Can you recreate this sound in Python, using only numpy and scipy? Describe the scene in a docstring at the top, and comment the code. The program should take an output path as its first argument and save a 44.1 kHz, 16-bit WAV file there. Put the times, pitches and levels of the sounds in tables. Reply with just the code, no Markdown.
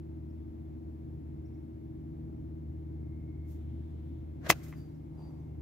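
"""Iron shot on a quiet fairway

A stereo microphone stands a few metres from the ball. Far off to the left mowers hum, with a thin
whine behind them, and small birds call from the trees. The club brushes the grass on the takeaway,
swishes down, cracks against the ball and tears into the turf. Bits of grass fall back, the tree line
returns a dull echo and the golfer's shoe and clothes settle."""
import sys
import numpy as np
from scipy import signal
from scipy.fft import rfft, irfft, next_fast_len
from scipy.io import wavfile

SR = 44100
rng = np.random.default_rng(int(sys.argv[2]) if len(sys.argv) > 2 else 0)


def unload_wav(signal):
    """Save mono or channel-first audio to the path in sys.argv[1] as 16-bit WAV at rate SR, clipped to [-1, 1]."""
    wavfile.write(
        sys.argv[1],
        SR,
        np.round(np.clip(np.atleast_2d(signal).T, -1, 1) * 32767).astype(np.int16),
    )


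N = 247785
TIME = np.arange(N) / SR
IMPACT_S = 4.5014
MOWER_LAG_S = .00052   # the mowers reach the right channel this much later

# distant rumble: (frequency [Hz], relative level [dB])
RUMBLE_SPECTRUM = [(20, -23), (38, -16), (60, 1.5), (95, -3.5), (125, 5), (170, -6.5), (215, -9),
                   (280, -2.5), (340, -7.5), (410, -15), (520, -22.5), (660, -24.5), (900, -28),
                   (1400, -45.5)]
# open air and leaves: (frequency [Hz], relative level [dB])
AIR_SPECTRUM = [(300, 1), (800, 8), (1500, -4.5), (2150, -5), (2800, -9.5), (4500, -15), (7000, -18.5),
                (9500, -21), (12500, -16.5), (15500, -16.5)]
# stereo width of far sounds: (frequency [Hz], side minus mid [dB])
FAR_WIDTH = [(60, -22.5), (150, -9.5), (350, -5.5), (1000, -6.5), (2500, -1.5), (6000, 0.5)]
# stereo width at the golfer's spot: (frequency [Hz], side minus mid [dB])
NEAR_WIDTH = [(500, -12), (2000, -0.5), (4500, -1.5), (10000, -1)]
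# the far whine's narrow, raspy band: (frequency [Hz], relative level [dB])
WHINE_SPECTRUM = [(1900, -40), (2090, -14), (2148, 0), (2210, -13), (2400, -40)]
# swells of the whine: (time [s], relative level [dB], hold [s])
WHINE_SURGES = [(1.48, -92, .09), (3.133, -82, .34)]
# the far engine's firing tone fading in and out: (time [s], level [dB])
FIRING_LEVELS = [(0, -45), (0.55, -45.0), (2.1, -49), (2.8, -42.5), (3.3, -44), (3.85, -41.1), (5.2, -54),
                 (5.62, -43.5)]
# its octave, fading on its own: (time [s], level [dB])
OCTAVE_LEVELS = [(0, -52), (0.75, -60), (1.25, -50.3), (1.65, -58), (2.25, -47), (3.1, -50), (4.15, -56.5),
                 (4.7, -47), (5.62, -50)]
# higher engine orders in the drone: (multiple of the firing rate, relative level [dB])
DRONE_ORDERS = [(3, -3), (4, -4), (5, -17), (8, -23)]
# one bird's long whistles, sagging onto their pitch: (time [s], relative level [dB])
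BIRD_WHISTLES = [(4.75, -72), (5.172, -69.5)]
# another bird's short chirps: (time [s], relative level [dB], direction [+1 up, -1 down])
BIRD_CHIRPS = [(.298, -85, 1), (1.448, -79.5, 1), (1.535, -85, 1), (4.942, -82, 1), (5.285, -84, -1),
               (5.395, -84, -1)]
# the strike coming back from the trunks: (delay [s], relative level [dB])
TRUNK_ECHOES = [(.163, -45), (.2245, -34), (.2345, -38)]
# jacket sleeves sliding in the backswing: (frequency [Hz], relative level [dB])
SLEEVE_SPECTRUM = [(1200, -4), (2500, -4), (3600, -1.5), (4800, -15), (9000, -17.5)]
# shoe and clothes settling in the finish: (frequency [Hz], relative level [dB])
SETTLING_SPECTRUM = [(350, -10), (550, 0), (900, -0.5), (1400, -19.5), (3000, -25.5), (12000, -34)]
# the swish, with the shaft's whistle near 600 Hz: (frequency [Hz], relative level [dB])
SWISH_SPECTRUM = [(200, -16), (480, -6.5), (610, 3.5), (800, -13.5), (1100, -9), (1550, -5), (2900, -19),
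                  (6500, -25.5), (9000, -36), (15000, -33.5)]
# grass brushed, torn and falling back, and the crack's short fizz: (frequency [Hz], relative level [dB])
GRASS_SPECTRUM = [(300, -6.5), (900, -6), (2500, 3.5), (4200, -3), (6500, -3), (9300, -13), (12500, -8.5),
                  (15500, -12.5)]
# the soil's thump: (frequency [Hz], relative level [dB])
SOIL_SPECTRUM = [(110, -1), (135, 1), (220, -7), (335, 3), (430, -4), (520, -6), (680, -3), (1200, -20)]
# tufts of the divot landing: (time [s], level [dB])
FALLING_TUFTS = [(4.637, -57.5), (4.686, -67), (4.779, -70)]
# the head hitting ball and ground: (time [s], snap level [dB], relative ring level [dB])
HEAD_CONTACTS = [(4.50119, -0.5, -16), (4.5021, -9, -22.5), (4.511, -20, -32)]
# ringing modes of head and ball: (frequency [Hz], relative level [dB], t60 [s])
HEAD_BALL_MODES = [(325, -14, .06), (690, 2, .017), (1090, 1, .017), (1500, -8, .009), (2060, 5, .016),
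                   (2550, -11, .045), (2790, -14, .04), (3260, -10, .014), (4100, -18, .022),
                   (4640, -16, .016), (5850, -12, .012), (6650, -14, .018), (7810, -15, .022),
                   (11700, -21, .025), (12700, -18, .022)]


def from_db(db):
    """Decibels to gain."""
    return 10 ** (np.asarray(db) / 20)


def unit_rms(x):
    """Scale to rms 1."""
    return x / np.sqrt(np.mean(x ** 2) + 1e-20)


def at_hz(points, hz):
    """Read a spectrum on a log-frequency axis."""
    point_hz, level_db = np.transpose(points)
    return np.interp(np.log(hz), np.log(point_hz), level_db)


def drift(rate):
    """A smooth random curve of rms about 1, changing about `rate` times a second."""
    step, run_in = 40, 2000
    pole = np.exp(-2 * np.pi * rate * step / SR)
    white = rng.standard_normal(N // step + run_in + 2)
    slow = signal.lfilter([1], [1, -2 * pole, pole ** 2], white)[run_in:]
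    return np.interp(np.arange(N) / step, np.arange(len(slow)), unit_rms(slow))


def noise(spectrum, width=NEAR_WIDTH, tilt_db=0, lag_s=0):
    """Coloured stereo noise of rms 1, tilted by tilt_db per octave, the right channel lag_s later."""
    size = next_fast_len(N)
    hz = np.maximum(np.arange(size // 2 + 1) * SR / size, 1)
    skirts = np.minimum(hz / spectrum[0][0], 1) ** 2 * np.minimum(spectrum[-1][0] / hz, 1) ** 2
    gain = skirts * from_db(at_hz(spectrum, hz) + tilt_db * np.log2(hz))
    mid, side = rfft(rng.standard_normal((2, size)))
    spread = from_db(at_hz(width, hz))
    left = mid + spread * side
    right = (mid - spread * side) * np.exp(-2j * np.pi * hz * lag_s)
    return unit_rms(irfft(gain * np.array([left, right]) / np.sqrt(1 + spread ** 2), size)[:, :N])


def burst(peak_s, level_db, rise, t60, hold=0):
    """An envelope that climbs its last 10 dB in `rise` seconds, holds and dies away."""
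    early = np.maximum(peak_s - TIME, 0)
    late = np.maximum(TIME - peak_s - hold, 0)
    return from_db(level_db - np.minimum(60 * late / t60 + 10 * (early / rise) ** 2, 200))


def ring(clicks, hz, t60):
    """A unit click sets a sine of height 1 ringing."""
    radius, angle = 10 ** (-3 / (t60 * SR)), 2 * np.pi * hz / SR
    feedback = [1, -2 * radius * np.cos(angle), radius ** 2]
    return signal.lfilter([0, np.sin(angle)], feedback, clicks + 1e-18)


def far_tone(hz):
    """A stereo sine of rms 1 on a pitch curve, arriving from the mowers' side."""
    cycles = np.cumsum(hz) / SR + rng.random()
    return np.sqrt(2) * np.sin(2 * np.pi * np.array([cycles, cycles - hz * MOWER_LAG_S]))


def delayed(x, seconds):
    """A mono sound, later."""
    return np.interp(TIME - seconds, TIME, x, left=0)


def scattered(x, envelope):
    """Countless small reflections from leaves and branches, arriving under a one-second envelope."""
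    reflections = unit_rms(rng.standard_normal((2, SR)) * envelope) / np.sqrt(SR)
    return signal.fftconvolve(x[None], reflections, axes=1)[:, :N]


def open_air(rumble_db=-47, hiss_db=-71):
    """The bed of the place: low rumble from the mowers' side under a thin hiss of air and leaves."""
    rumble = from_db(rumble_db + .4 * drift(5.1)) * noise(RUMBLE_SPECTRUM, FAR_WIDTH, lag_s=MOWER_LAG_S)
    hiss = from_db(hiss_db + .19 * drift(1.7)) * noise(AIR_SPECTRUM, FAR_WIDTH, lag_s=MOWER_LAG_S)
    return rumble + hiss


def whine(pitch_hz=2150, jitter_hz=38, grow_db_per_s=1.6):
    """A thin, far tone with a raspy fringe, slowly growing and swelling twice."""
    floor = from_db(-96 + grow_db_per_s * TIME)
    swells = sum(burst(s, level_db, rise=.13, t60=.5, hold=hold) for s, level_db, hold in WHINE_SURGES)
    line = from_db(-2) * far_tone(pitch_hz + jitter_hz * drift(110))
    rasp = from_db(-4) * noise(WHINE_SPECTRUM, FAR_WIDTH)
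    return (floor + swells) * (line + rasp)


def mowers(engine_hz=77.56, blade_hz=326.9, recede_at_s=2.4, recede_db_per_s=2):
    """Engine orders and blade drone, each wavering on its long way through moving air."""
    firing_hz = engine_hz + .1 * drift(2)
    firing_db = np.interp(TIME, *np.transpose(FIRING_LEVELS))
    octave_db = np.interp(TIME, *np.transpose(OCTAVE_LEVELS))
    drone_db = -52.5 - recede_db_per_s * np.maximum(TIME - recede_at_s, 0)
    engine = from_db(firing_db + .42 * drift(3.9)) * far_tone(firing_hz)
    engine += from_db(octave_db + .42 * drift(1.4)) * far_tone(2 * firing_hz)
    for multiple, level_db in DRONE_ORDERS:
        engine += from_db(drone_db + level_db - .24 * drift(4.8)) * far_tone(multiple * firing_hz)
    blades = from_db(drone_db + 1.1 - .24 * drift(3.9)) * far_tone(blade_hz + .7 * drift(3.6))
    return engine + blades


def bird_note(start_s, length_s, start_hz, end_hz, level_db, settle_s=.019):
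    """One whistled note: it swells, settles on its end pitch and fades."""
    age = np.arange(int(length_s * SR)) / SR
    progress = age / length_s
    hz = end_hz + (start_hz - end_hz) * (1 - progress) * np.exp(-(age / settle_s) ** 2 / 2)
    envelope = from_db(level_db) * np.sin(np.pi * progress ** .51) ** 2
    note = envelope * np.sqrt(2) * np.sin(2 * np.pi * np.cumsum(hz) / SR)
    return np.pad(note, (int(start_s * SR), N))[:N]


def birds(chirp_hz=5750, sweep_hz=1500, flutter_db=2.5, far_notes=22, trees_t60=.5):
    """Two nearer birds whistle and chirp; a far twitter reaches the microphone only off the trees."""
    song = sum(bird_note(s, length_s=.17, start_hz=4840, end_hz=4685, level_db=level_db)
               for s, level_db in BIRD_WHISTLES)
    for s, level_db, direction in BIRD_CHIRPS:
        reach_hz = direction * sweep_hz / 2
        song += bird_note(s, .037, chirp_hz - reach_hz, chirp_hz + reach_hz, level_db, settle_s=.05)
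    song *= from_db(flutter_db * drift(30))
    twitter = np.zeros(N)
    for when, length, pitch, glide in rng.random((far_notes, 4)):
        start_hz = 2200 * 2 ** (.8 * pitch)
        end_hz = start_hz * 2 ** (.3 * (glide - .5))
        twitter += bird_note(when * N / SR, .03 + .074 * length, start_hz, end_hz, level_db=-84)
    blur = scattered(song + twitter, from_db(-60 * TIME[:SR] / trees_t60))
    return from_db(-3.5) * song + from_db(-5) * blur


def tree_line(strike, blur_delay_s=.13, blur_spread_s=.055):
    """Trunks return distinct echoes, foliage a blur; distance and soft ground leave the middle band."""
    middle_band = signal.butter(2, [800, 2600], "band", fs=SR, output="sos")
    dulled = signal.sosfilt(middle_band, strike.mean(axis=0))
    trunks = sum(from_db(level_db - 1.5) * delayed(dulled, lag) for lag, level_db in TRUNK_ECHOES)
    arrivals = np.exp(-((TIME[:SR] - blur_delay_s) / blur_spread_s) ** 2 / 2)
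    return trunks + from_db(-38) * scattered(dulled, arrivals)


def clothes(backswing_s=3.6, finish_s=5.24, rustle_db=1):
    """A few metres off, sleeves slide in the backswing; shoe and clothes settle in the finish."""
    sleeves = burst(backswing_s, level_db=-80, rise=.16, t60=2.6, hold=.5) * noise(SLEEVE_SPECTRUM)
    settling = burst(finish_s, level_db=-63, rise=.12, t60=1.5) * noise(SETTLING_SPECTRUM)
    return (sleeves + settling) * from_db(rustle_db * drift(25))


def swish(peak_s=4.469, peak_db=-40.5, rise_db_per_s=541.5, fall_db_per_s=291.5, flutter_db=1.5):
    """Shaft and head shed eddies, growing with the club's speed to a peak just before the ball."""
    below_peak_db = np.maximum(rise_db_per_s * (peak_s - TIME), fall_db_per_s * (TIME - peak_s))
    downswing = from_db(peak_db - np.minimum(below_peak_db, 200))
    follow_through = burst(IMPACT_S, level_db=-65.5, rise=.028, t60=.66, hold=.24)
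    return (downswing + follow_through) * from_db(flutter_db * drift(120)) * noise(SWISH_SPECTRUM)


def grass(takeaway_s=3.522, grain_db=.5):
    """The head brushes the grass going back, then shears blades, drags through roots and throws tufts; a short
    bright fizz rides on the crack of the first contact."""
    brush = burst(takeaway_s, level_db=-67.5, rise=.049, t60=.3)
    shear = burst(IMPACT_S, level_db=-25.5, rise=.008, t60=.025, hold=.0105)
    fizz = burst(IMPACT_S, level_db=-15, rise=.0006, t60=.019)
    roots = burst(IMPACT_S, level_db=-37, rise=.0036, t60=.036, hold=.0255)
    spray = burst(IMPACT_S, level_db=-64.5, rise=.02, t60=1.27, hold=.055)
    tufts = sum(burst(s, level_db, rise=.007, t60=.24) for s, level_db in FALLING_TUFTS)
    rustle = (brush * noise(GRASS_SPECTRUM, tilt_db=8)
              + shear * noise(GRASS_SPECTRUM, tilt_db=2.4)
              + fizz * noise(GRASS_SPECTRUM, tilt_db=1.2)
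              + roots * noise(GRASS_SPECTRUM, tilt_db=-3)
              + spray * noise(GRASS_SPECTRUM, tilt_db=3)
              + tufts * noise(GRASS_SPECTRUM, tilt_db=6))
    return rustle * unit_rms(from_db(grain_db * drift(300)))


def soil():
    """The ground takes the blow with a noisy thump and one short, low thud."""
    thump = burst(IMPACT_S, level_db=-24, rise=.006, t60=.08) * noise(SOIL_SPECTRUM)
    blow = signal.unit_impulse(N, int(IMPACT_S * SR))
    return thump + from_db(-31) * ring(blow, hz=122, t60=.11)


def crack(snap_hz=1700, snap_t60=.0017):
    """Each contact sends out one sharp pressure swing and sets head and ball ringing briefly."""
    contact_s, snap_db, ring_db = np.transpose(HEAD_CONTACTS)
    at = np.round(contact_s * SR).astype(int)
    snaps, blows = np.zeros((2, N))
    snaps[at] = from_db(snap_db)
    blows[at] = from_db(ring_db + 2.5)
    pulse = ring(snaps, snap_hz, snap_t60)
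    front = np.diff(pulse, prepend=0) * SR / (2 * np.pi * snap_hz)
    pressure = .45 * front - pulse   # a steep front, then suction
    for k, (hz, level_db, t60) in enumerate(HEAD_BALL_MODES):
        pressure += (-1) ** k * from_db(level_db) * ring(blows, hz, t60)
    return np.array([pressure, delayed(pressure, 2 / SR)])   # the ball lies a little to the left


def scene(pan_db=.45):
    """The fairway as it reaches the microphone, leaning slightly to the left."""
    ambience = mowers() + whine() + open_air() + birds()
    swing = swish() + clothes()
    strike = grass() + soil() + crack()
    return (ambience + swing + strike + tree_line(strike)) * from_db([[pan_db], [-pan_db]])


def record(dry):
    """The top is cut steeply above 15.6 kHz."""
    return signal.sosfilt(signal.ellip(10, .2, 80, 15600, fs=SR, output="sos"), dry)


dry = scene()
out = record(dry)
unload_wav(out)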